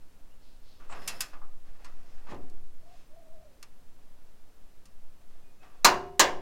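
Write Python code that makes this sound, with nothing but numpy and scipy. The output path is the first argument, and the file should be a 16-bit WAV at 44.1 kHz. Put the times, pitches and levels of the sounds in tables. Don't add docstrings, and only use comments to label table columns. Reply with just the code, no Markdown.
import sys
import numpy as np
from scipy import signal
from scipy.fft import rfft, irfft
from scipy.io import wavfile
from scipy.ndimage import uniform_filter1d

SR = 44100
rng = np.random.default_rng(int(sys.argv[2]) if len(sys.argv) > 2 else 0)


def waveform_to_disk(signal):
    frames = np.transpose(np.atleast_2d(signal))
    scaled = np.clip(frames, -1, 1) * 32767
    samples = np.round(scaled).astype(np.int16)
    wavfile.write(sys.argv[1], SR, samples)


N = 282681
TIME = np.arange(N) / SR
AGE = np.arange(SR) / SR


def undb(db):
    return 10 ** (np.asarray(db) / 20)


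def unit(x):
    return x / np.sqrt(np.mean(x ** 2))


def across(rows, hz):
    table_hz, *columns = np.transpose(rows)
    log_hz = np.log(np.maximum(hz, 1))
    return [np.interp(log_hz, np.log(table_hz), column) for column in columns]


def noise(colour, size, tilt_db=0):
    hz = np.maximum(np.fft.rfftfreq(size, 1 / SR), 1)
    db = across(colour, hz)[0] + tilt_db * np.log2(np.maximum(hz / 1000, 1))
    random_phases = np.exp(2j * np.pi * rng.random(len(hz)))
    return unit(irfft(undb(db) * random_phases, size))


def resonance(hz, width_hz, size):
    f = np.fft.rfftfreq(size, 1 / SR)
    peak = 1 / (1 + (2 * (f - hz) / width_hz) ** 2)
    return unit(irfft(rfft(rng.standard_normal(size)) * peak, size))


def fade(t60):
    return np.exp(-np.log(1000) * AGE / t60)


def arch(length):
    return np.sin(np.pi * np.minimum(AGE / length, 1))


def gesture(start, rise_s, hold_s, fall_s):
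    up = (TIME - start) / rise_s
    down = (start + rise_s + hold_s + fall_s - TIME) / fall_s
    return np.sin(np.pi / 2 * np.clip(np.minimum(up, down), 0, 1))


def waver(rate_hz):
    return noise([(rate_hz, 0), (4 * rate_hz, -40), (8 * rate_hz, -120)], N)


def tone(hz, wobble):
    trembling_hz = hz * (1 + wobble * waver(74)[:len(hz)])
    return np.sqrt(2) * np.sin(2 * np.pi * np.cumsum(trembling_hz) / SR)


def add(out, start, x):
    i = int(start * SR)
    out[i:i + len(x)] += x[:max(N - i, 0)]


# centre in Hz, width in Hz, lift in dB.
HEAD_RESONANCES = [(1181, 73, 5.5), (1540, 40, -0.5), (1890, 30, 5.5), (2615, 220, 6.5), (3340, 150, 2.5),
                   (4340, 100, 3), (5200, 100, 4), (6000, 120, -3), (6750, 200, 0.5), (7700, 150, -2),
                   (10300, 230, 5.5), (12000, 200, 1.5)]


def head(x):
    hz = np.fft.rfftfreq(len(x), 1 / SR)
    gain = 1
    for centre_hz, width_hz, db in HEAD_RESONANCES:
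        gain = gain + (undb(db) - 1) / (1 + (2 * (hz - centre_hz) / width_hz) ** 2)
    return unit(irfft(rfft(x) * gain, len(x)))


# frequency in Hz, early t60 in seconds, late t60 in seconds.
BLOW_DECAY = [(100, 0.81, .9), (400, 0.5, 0.63), (1000, 0.4, 0.45), (2500, 0.21, 0.52), (6000, 0.12, 0.3),
              (13100, 0.051, 0.21)]
LATE_DB = -20


def blow(wash, length, rise_s, cluster_db=2.5):
    clusters = unit(uniform_filter1d(rng.standard_normal(len(AGE) // 2 + 1), size=36))
    spectrum = rfft(wash) * unit(undb(cluster_db * clusters))
    octave = np.log2(np.clip(np.fft.rfftfreq(len(AGE), 1 / SR), 2 ** 6, 2 ** 14))
    out = 0
    for k in range(6, 15):
        early, late = across(BLOW_DECAY, 2 ** k)
        band = irfft(spectrum * np.maximum(1 - abs(octave - k), 0), len(AGE))
        lingering = undb(LATE_DB) * fade(late * np.sqrt(length))
        out = out + band * np.hypot(fade(early * length), lingering)
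    return out * (1 - np.exp(-AGE / rise_s))


# frequency in Hz, level in dB, t60 in seconds.
STEEL_MODES = [(75, -49, 2.2), (157.9, -45, 1), (230, -42.5, 0.72), (298.7, -34.5, 0.5), (364.4, -29, 0.73),
               (392, -35, 1.3), (455, -37, 0.47), (584, -29, 0.43), (719, -31.5, 0.87), (762, -30.5, 0.31),
               (832, -20, 0.14), (910, -26, 0.32), (945, -33.5, 0.19), (982, -22, 0.21), (1040, -28, 0.51),
               (1079, -16, 0.12), (1199, -23.5, 0.2), (1203, -20.5, 0.16), (1605, -32.5, 0.37),
               (1854, -32, 0.34), (2186, -46.5, 0.24), (2743, -27.5, 0.28), (2840, -32, 0.3),
               (2880, -38.5, 0.44), (3360, -26.5, 0.088), (3950, -38, 0.14), (4140, -12.5, 0.096),
               (3990, -41, 0.29), (5600, -40.5, .16), (7040, -15, 0.09)]


def ring(soft_hz, scatter_db):
    out = 0
    scatter = rng.standard_normal((len(STEEL_MODES), 3))
    for (hz, db, t60), (size, detune, phase) in zip(STEEL_MODES, scatter):
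        gain = undb(db + scatter_db * size) / (1 + (hz / soft_hz) ** 2)
        mode_hz = hz * (1 + 0.002 * detune)
        out = out + gain * fade(t60) * np.sin(2 * np.pi * (mode_hz * AGE + phase))
    return out * (1 - np.exp(-AGE / 0.003))


# frequency in Hz, relative level in dB per Hz.
AIR_COLOUR = [(35, -33), (60, 2.5), (96, -7), (291, -9.5), (343, -12), (705, -14), (792, -18), (910, -16.5),
              (1120, -19.5), (1230, -19.5), (1910, -23.5), (15500, -32)]
AIR_DB = -63.5


def garage_air():
    return undb(AIR_DB) * noise(AIR_COLOUR, N)


# frequency in Hz, relative level in dB per Hz.
RUMBLE_SPECTRUM = [(1, -7), (3, 1.5), (6, 3), (10, -17.5), (20, -19.5), (40, -37.5), (80, -59), (300, -100),
                   (1000, -140)]
RUMBLE_DB, RUMBLE_SWELL_DB = -38.5, 9
RUMBLE_BUILD_S, RUMBLE_HOLD_S, RUMBLE_SETTLE_S = 2.62, 0.11, 0.22


def rumble():
    bustle = gesture(0, RUMBLE_BUILD_S, RUMBLE_HOLD_S, RUMBLE_SETTLE_S)
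    return undb(RUMBLE_DB + RUMBLE_SWELL_DB * bustle) * noise(RUMBLE_SPECTRUM, N)


# start in seconds, hold in seconds, release t60 in seconds, level in dB.
RUB_STROKES = [(0, 0.037, 1.2, -73.5), (0.79, .07, 0.71, -63), (0.889, 0.22, 0.92, -50.5),
               (1.642, .6, 2, -64), (2.277, 0.012, 0.24, -48.5), (2.863, .08, .8, -74),
               (5.29, .04, 1, -67.5), (5.605, 0.028, 1, -63)]
# frequency in Hz, relative level in dB per Hz.
RUB_SPECTRUM = [(100, -1.5), (300, -1), (480, -2.5), (750, 0.5), (1000, -7.5), (1600, -5), (2400, -13),
                (4000, -17), (7000, -22.5), (15000, -41)]
# start in seconds, length in seconds, centre in Hz, width in Hz, level in dB.
SLIDE_HISSES = [(0.376, 0.22, 4270, 2730, -70), (0.601, 0.23, 4280, 2420, -67),
                (0.889, 0.063, 7700, 1100, -58), (0.937, 0.37, 5160, 600, -60.5),
                (0.93, 0.43, 10800, 9000, -64.5), (1.845, .5, 5400, 2400, -76),
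                (2.837, 0.26, 3500, 7000, -68)]
RUB_ATTACK_S, GRIP_DB = 0.022, -78


def rubbing():
    slip_sizes = undb(2.9 * rng.exponential(size=N))
    slips = (rng.random(N) < 300 / SR) * slip_sizes
    power = signal.fftconvolve(slips, fade(0.087))[:N]
    grain = np.sqrt(np.abs(power) / np.mean(power))
    friction = undb(GRIP_DB)
    for start, hold, t60, db in RUB_STROKES:
        attack = np.clip((TIME - start) / RUB_ATTACK_S, 0, 1)
        since_hold = np.maximum(TIME - start - RUB_ATTACK_S - hold, 0)
        release = np.exp(-np.log(1000) * since_hold / t60)
        friction = np.hypot(friction, undb(db) * attack * release)
    out = friction * grain * head(noise(RUB_SPECTRUM, N))
    for start, length, hz, width_hz, db in SLIDE_HISSES:
        hiss = head(resonance(hz, width_hz, len(AGE)))
        add(out, start, undb(db) * arch(length) * hiss)
    return out


# start in seconds, length in seconds, starting pitch in Hz, glide in Hz per second, level in dB.
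STEEL_SQUEAKS = [(0.297, .055, 2650, 6497, -72), (5.404, 0.16, 2485, -200, -76.5),
                 (5.587, 0.057, 2550, 807, -73), (5.727, .11, 2500, 698, -78)]


def squeaks():
    out = np.zeros(N)
    for start, length, hz, glide, db in STEEL_SQUEAKS:
        pitch_hz = hz + glide * np.minimum(AGE, length)
        add(out, start, undb(db) * arch(length) * tone(pitch_hz, wobble=.005))
    return out * undb(2.5 * waver(25))


# start in seconds, level in dB, tilt above 1 kHz in dB per octave, length factor on the blow's decay.
PAWL_CLICKS = [(0.8, -56.5, -10, 0.8), (0.8972, -49, -12.5, 1.3), (0.9239, -40, -11, 0.56),
               (0.948, -47, -11, 0.77), (1.0761, -27, 1.5, 0.91), (1.2058, -23.5, 2.44, 0.68),
               (1.3325, -47.5, -12.5, 0.63), (1.415, -53.5, -19, 0.88), (1.8452, -48, -4.5, 0.85),
               (2.268, -50.5, -12, 0.73), (2.313, -48.5, -9.5, 0.34), (2.3446, -52, -7.5, 0.36),
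               (2.4978, -58, 1, 0.31), (3.6273, -41.5, -0.5, 0.33), (4.8546, -54.5, 0, 0.55),
               (5.63, -58, -11, 1.8)]
# frequency in Hz, relative level in dB per Hz.
PAWL_COLOUR = [(150, -19.5), (600, -15), (1300, -4.5), (3500, -5.5), (5300, 1), (8500, -1.5), (10500, -5),
               (11400, -8.5), (13000, -4.5), (15500, -20)]


def ratchet():
    out = np.zeros(N)
    for start, db, tilt_db, length in PAWL_CLICKS:
        crack = undb(-1.0) * noise(PAWL_COLOUR, len(AGE), tilt_db)
        crack = crack * fade(0.012) * (1 - np.exp(-AGE / 0.0032))
        wash = blow(head(noise(PAWL_COLOUR, len(AGE), tilt_db)), length, rise_s=0.0005)
        add(out, start, undb(db) * (crack + wash))
    return out


# start in seconds, level in dB.
SOCKET_KNOCKS = [(2.317, -39.5), (2.341, -51.5)]
# frequency in Hz, relative level in dB per Hz.
KNOCK_COLOUR = [(60, -5), (170, -11), (290, 3), (400, -7.5), (600, -11), (1200, -18), (2500, -30),
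                (8000, -54)]


def knocks():
    out = np.zeros(N)
    for start, db in SOCKET_KNOCKS:
        thud = blow(noise(KNOCK_COLOUR, len(AGE)), length=0.96, rise_s=0.0022)
        low_ring = undb(26.0) * ring(soft_hz=410, scatter_db=-1.0)
        add(out, start, undb(db) * (thud + low_ring))
    return out


# start in seconds, rise in seconds, hold in seconds, fall in seconds, top pitch in Hz, level in dB.
FAR_COOS = [(2.825, 0.1075, .005, 0.0245, 738, -60.5), (3.099, 0.051, .22, .17, 651, -61)]
COO_SCOOP, COO_SWELL = 0.18, .45


def coos():
    hoot = 0
    for start, rise, hold, fall, top_hz, db in FAR_COOS:
        effort = gesture(start, rise, hold, fall)
        pitch_hz = top_hz * (1 - COO_SCOOP * (1 - effort))
        hoot = hoot + undb(db) * effort ** COO_SWELL * tone(pitch_hz, wobble=.04)
    hoot = hoot * (1 + .3 * waver(50))
    echoes = rng.standard_normal(len(AGE)) * fade(0.41)
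    far = signal.fftconvolve(hoot, echoes / np.linalg.norm(echoes))[:N]
    return hoot + .4 * far


# start in seconds, clash level in dB, gain on the steel's ring in dB,
# shrill centre in Hz, shrill level in dB before its swell.
BREAK_OVERS = [(5.8457, -8.5, 0, 6180, -12.5), (6.1946, -9.5, -3, 6950, -14)]
# frequency in Hz, relative level of the first snap in dB per Hz,
# relative level of the second snap in dB per Hz.
CLASH_COLOURS = [(60, -27.5, -18), (153, -14, -16.5), (300, -14.5, -6.5), (605, -4, 5.5), (660, -3, -1),
                 (1020, 3, 4.5), (1170, -3.5, -3.5), (1360, -3.5, -8), (1610, -2, 5.5), (2720, -6, -1.5),
                 (3620, -8.5, 2), (4200, -1.5, 0.5), (7200, -2.5, 2.5), (8340, -7.5, -3), (12000, -11, -10),
                 (15000, -9.5, -6.5)]


def snaps():
    out = np.zeros(N)
    hz, *colours = np.transpose(CLASH_COLOURS)
    swell = AGE / 0.0011
    burst = swell * np.exp(1 - swell)
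    for (start, db, ring_db, shrill_hz, shrill_db), colour in zip(BREAK_OVERS, colours):
        wash = noise(np.column_stack([hz, colour]), len(AGE))
        add(out, start, undb(db) * blow(wash, length=0.94, rise_s=0.00088))
        add(out, start, undb(ring_db) * ring(soft_hz=25000, scatter_db=0.3))
        add(out, start, undb(shrill_db) * resonance(shrill_hz, 1100, len(AGE)) * burst)
    return out


# frequency in Hz, relative level in dB per Hz.
SIDE_HISS_COLOUR = [(30, 4), (70, 2.5), (200, -3.5), (700, -2.5), (2400, 0), (6000, 2), (11000, 1),
                    (15000, -8)]


def scene():
    mid = garage_air() + rumble() + rubbing() + squeaks() + ratchet() + knocks() + coos() + snaps()
    side = undb(-50.0) * mid
    side = side + undb(-29) * np.gradient(mid)
    side = side + undb(-83) * noise(SIDE_HISS_COLOUR, N) + undb(-91.5) * noise(AIR_COLOUR, N)
    return np.array([mid + side, mid - side])


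TOP_HZ = 15900


def record(dry):
    ceiling = undb(.5)
    rounded = ceiling * np.tanh(dry / ceiling)
    low_pass = signal.ellip(10, .1, 80, TOP_HZ, fs=SR, output="sos")
    return signal.sosfilt(low_pass, rounded)


dry = scene()
out = record(dry)
waveform_to_disk(out)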